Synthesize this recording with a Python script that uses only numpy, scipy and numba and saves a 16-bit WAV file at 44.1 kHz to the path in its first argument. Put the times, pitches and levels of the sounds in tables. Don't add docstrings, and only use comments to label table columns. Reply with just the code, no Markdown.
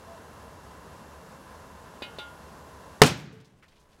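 import sys
import numpy as np
from scipy import signal
from scipy.fft import rfft, irfft
from scipy.io import wavfile
from numba import njit

SR = 44100
rng = np.random.default_rng(int(sys.argv[2]) if len(sys.argv) > 2 else 0)


def master_out(mix):
    frames = np.transpose(np.atleast_2d(mix))
    ceiling = np.clip(frames, -1, 1)
    pcm = np.round(ceiling * 32767).astype(np.int16)
    wavfile.write(sys.argv[1], SR, pcm)


N = 176400


def undb(db):
    return 10 ** (np.asarray(db) / 20)


def since(start):
    return np.maximum(np.arange(N) / SR - start, 0)


def rise(start, attack):
    return 1 - np.exp(-since(start) / attack)


def fade(start, t60, attack=.0003):
    return rise(start, attack) * np.exp(-np.log(1000) * since(start) / t60)


def swell(start, length):
    return np.sin(np.pi * np.minimum(since(start) / length, 1))


def tone(start, hz):
    return np.sin(2 * np.pi * hz * since(start))


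def ring(start, hz, t60):
    return tone(start, hz) * np.exp(-np.log(1000) * since(start) / t60)


def bins():
    return np.maximum(np.arange(N // 2 + 1), 1) * SR / N


def colour(x, points):
    points = np.array(points)
    gain_db = np.interp(np.log(bins()), np.log(points[:, 0]), points[:, 1])
    y = irfft(rfft(x) * undb(gain_db), N)
    return y / np.std(y)


def noise(points):
    return colour(rng.standard_normal(N), points)


def band(hz, width, order=2):
    detuning = (bins() / hz - hz / bins()) * hz / width
    y = irfft(rfft(rng.standard_normal(N)) / (1 + 1j * detuning) ** order, N)
    return y / np.std(y)


def tail(start, bands, attack):
    spectrum = rfft(noise(bands))
    log_centres = np.log([hz for hz, _, _ in bands])
    out = 0
    for (_, _, t60), share in zip(bands, np.eye(len(bands))):
        weight = np.interp(np.log(bins()), log_centres, share)
        out += irfft(spectrum * weight, N) * fade(start, t60, attack)
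    return out


def town():
    # (frequency [Hz], relative level [dB])
    spectrum = [(12, -61.5), (20, -32.5), (37, -17), (54, -5.5), (70, -0.5), (87, -1), (112, -10.5),
                (153, -3), (342, -12), (416, -8.5), (452, -7.5), (631, -8.5), (725, -11.5), (1040, -7),
                (1130, -11.5), (1500, -15), (1670, -14.5), (1870, -19.5), (2400, -26), (2680, -25),
                (3350, -26.5), (7310, -29.5), (9390, -34.5), (10200, -31.5), (15500, -43)]
    # (frequency [Hz], level [dB], width [Hz])
    motors = [(72, -61.5, 11), (639, -66.5, 9.8), (1018, -61.5, 72)]
    hums = sum(undb(db) * band(hz, width) for hz, db, width in motors)
    hoot = undb(-47) * swell(.04, length=.15) * tone(.04, hz=672)
    waver_db = .4 * band(hz=2.5, width=7.7)
    return undb(-48 + waver_db) * noise(spectrum) + hums + hoot


def whine():
    # (frequency [Hz], rms level [dB])
    partials = [(2724, -73), (11795, -78)]
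    return sum(undb(db) * np.sqrt(2) * tone(0, hz) for hz, db in partials)


def insects():
    # (time [s], level [dB])
    chirps = [(.35, -78), (1.32, -78), (2.27, -74)]
    # (frequency [Hz], width [Hz], relative level [dB])
    wing_bands = [(10800, 600, 2), (13000, 300, -2)]
    chorus = undb(-77) * band(hz=10060, width=900)
    wings = sum(undb(db) * band(hz, width) for hz, width, db in wing_bands)
    return chorus + wings * sum(undb(db) * swell(start, length=.16) for start, db in chirps)


def rush():
    # (frequency [Hz], relative level [dB])
    spectrum = [(20, 3.5), (60, 0), (150, -5), (450, -7.5), (700, -15), (2000, -32), (8000, -42)]
    return undb(-39.5) * noise(spectrum) * fade(3.45, t60=3.5, attack=.16)


def patter():
    # (frequency [Hz], relative level [dB])
    spectrum = [(300, 8.5), (1500, 3), (4500, -4), (10000, -9), (15500, -19)]
    bits_per_s, puff_s = 1000, .0069
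    impacts = (rng.random(N) < bits_per_s / SR) * rng.exponential(size=N)
    puffs = signal.lfilter([1], [1, -np.exp(-1 / (puff_s * SR))], impacts)
    rustle = colour(puffs * rng.standard_normal(N), spectrum)
    return undb(-43.5) * rustle * fade(3.28, t60=4.2, attack=.066)


def debris():
    # (frequency [Hz], relative level [dB])
    spray_spectrum = [(1000, -14), (4000, -8), (6500, 0), (9000, -5), (13000, -7), (15500, -18)]
    # (time [s], level [dB], centre [Hz], t60 [s])
    landings = [(3.322, -43, 7600, 0.2), (3.399, -38, 3600, .13), (3.444, -35, 4100, .11),
                (3.624, -31, 1700, .14), (3.68, -39, 3470, .11), (3.718, -43, 2500, 0.15),
                (3.755, -45.5, 3200, 0.27), (3.795, -46.5, 5400, 0.16), (3.922, -43, 3200, 0.093)]
    spray = undb(-28) * noise(spray_spectrum) * fade(3.168, t60=.25, attack=.01)
    scraps = sum(undb(db) * band(hz, width=hz) * fade(start, t60, attack=.004)
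                 for start, db, hz, t60 in landings)
    clang = undb(-25) * ring(3.33, hz=440, t60=.48)
    grit_db = 2.5 * band(hz=220, width=440)
    return undb(grit_db) * (spray + scraps) + clang


def echoes():
    # (time [s], level [dB])
    arrivals = [(3.112, 1.5), (3.154, -10), (3.207, -17), (3.238, -18), (3.268, -13), (3.362, -22),
                (3.532, -28.5)]
    return -sum(undb(db) * swell(start, length=.02) ** 2 * tone(start, hz=144) for start, db in arrivals)


def pings():
    # (time [s], thump level [dB], ring level [dB], crackle level [dB])
    buckles = [(2.0207, -18.5, -38, -39.5), (2.1853, -17.5, -38.5, -42)]
    # (frequency [Hz], t60 [s], build-up [s], relative level at ping 1 [dB], at ping 2 [dB])
    modes = [(845, 0.29, .01, -9, -4), (1415, .45, 0.032, -3, 5), (2144, 0.29, 0.0047, -5, -9.5),
             (2498, 0.16, .002, 1, -20), (2690, 0.43, 0.0022, -15, -13), (2853, .3, 0.0022, -7.5, -8),
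             (2915, .2, .002, -2, -18), (3070, 0.37, .002, -9, -10), (3359, 0.43, .002, -19, -11),
             (3575, 0.16, .001, -5, 2), (3871, 0.16, .001, -6, -4), (3957, .15, .001, -7, -9.5),
             (4560, .2, .001, -11, -14)]
    # (frequency [Hz], relative level [dB])
    snap_spectrum = [(100, -1), (350, 7), (700, 2), (1300, -7), (3000, -4), (4300, -2), (6000, -24),
                     (15500, -34)]
    # (frequency [Hz], relative level [dB])
    crackle_spectrum = [(150, -8), (400, -4), (1500, -4), (2600, 0), (3800, -3), (4800, -5), (6000, -18),
                        (11000, -22), (15500, -32)]
    out = 0
    for ping, (start, thump_db, ring_db, crackle_db) in enumerate(buckles):
        shell = sum(undb(levels[ping]) * ring(start, hz, t60) * rise(start, build_up)
                    for hz, t60, build_up, *levels in modes)
        thump = ring(start, hz=547, t60=.0065) * rise(start, attack=.00055)
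        snap = undb(-36) * noise(snap_spectrum) * fade(start, t60=.04)
        crackle = noise(crackle_spectrum) * fade(start, t60=.166, attack=.001)
        out += undb(thump_db) * thump + snap + undb(ring_db) * shell + undb(crackle_db) * crackle
    return out


def burst(start=3.0173):
    # (frequency [Hz], level [dB], t60 [s])
    air_modes = [(147.1, 12.5, .6), (195, 5, .25), (227, 6, .25), (271, 3, 0.39), (308, 3, .2),
                 (427, 18, .11), (515, 8, .15), (717, 9, .06), (897, 8, .06), (1280, 7, .04)]
    # (time [s], level [dB])
    shocks = [(3.0179, 17), (3.0217, 15), (3.0277, 8.5), (3.035, 13.5), (3.038, 7), (3.0436, 4)]
    # (frequency [Hz], relative level [dB], t60 [s])
    roar_bands = [(40, -5.5, .3), (100, 2.5, .25), (297, 4.5, 0.2), (600, -4, .24), (1200, -6, 0.21),
                  (2320, -10, .25), (5500, -15, .24), (10300, -20.5, 0.18), (15600, -33, 0.24)]
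    # (frequency [Hz], relative level [dB], t60 [s])
    wash_bands = [(40, -10, 0.88), (75, 3, 1.0), (143, 9, .9), (285, -2, .8), (600, -10, .7),
                  (2000, -13, 0.7), (5500, -19.5, 0.58), (10000, -26.5, 0.32), (15500, -33, .5)]
    hold_s, release_s = .033, .0035
    cut_short = np.exp(-since(start + hold_s) / release_s)
    boom = cut_short * sum(undb(db) * ring(start, hz, t60) for hz, db, t60 in air_modes)
    cracks = band(hz=1400, width=2700) * sum(undb(db) * fade(time, t60=.012) for time, db in shocks)
    fence_slap = undb(-13.5) * band(hz=4500, width=7000, order=1) * fade(3.059, t60=.11, attack=.002)
    roar = undb(2.5) * tail(start, roar_bands, attack=.001)
    wash = undb(-16.5) * tail(start, wash_bands, attack=.03)
    return boom + cracks + fence_slap + roar + wash


def overload(pressure):
    coupling_hz, preamp_hz, gain_db = 198, [42, 11600], 17.5
    sag = signal.butter(1, coupling_hz, "high", fs=SR, output="sos")
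    preamp = signal.butter(2, preamp_hz, "band", fs=SR, output="sos")
    return undb(gain_db) * signal.sosfilt(np.vstack([sag, preamp]), np.tanh(pressure))


@njit
def follow(x, attack, release):
    out, level = np.empty(len(x)), 1e-9
    for i in range(len(x)):
        if abs(x[i]) > level:
            level += (abs(x[i]) - level) * attack
        else:
            level *= release
        out[i] = level
    return out


def scene():
    background = town() + whine() + insects()
    aftermath = rush() + patter() + debris() + echoes()
    return (background + aftermath + pings() + overload(burst()))[None, :]


def record(dry):
    limit_db, attack_s, release_db_per_s, top_hz = -10, .0043, 13, 15800
    level = follow(dry[0], 1 / (attack_s * SR), float(undb(-release_db_per_s / SR)))
    gain = np.minimum(1, undb(limit_db) / level)
    clipped = np.clip(dry * gain, -1, 1)
    lowpass = signal.ellip(8, .2, 70, top_hz, fs=SR, output="sos")
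    return signal.sosfilt(lowpass, clipped)


dry = scene()
out = record(dry)
master_out(out)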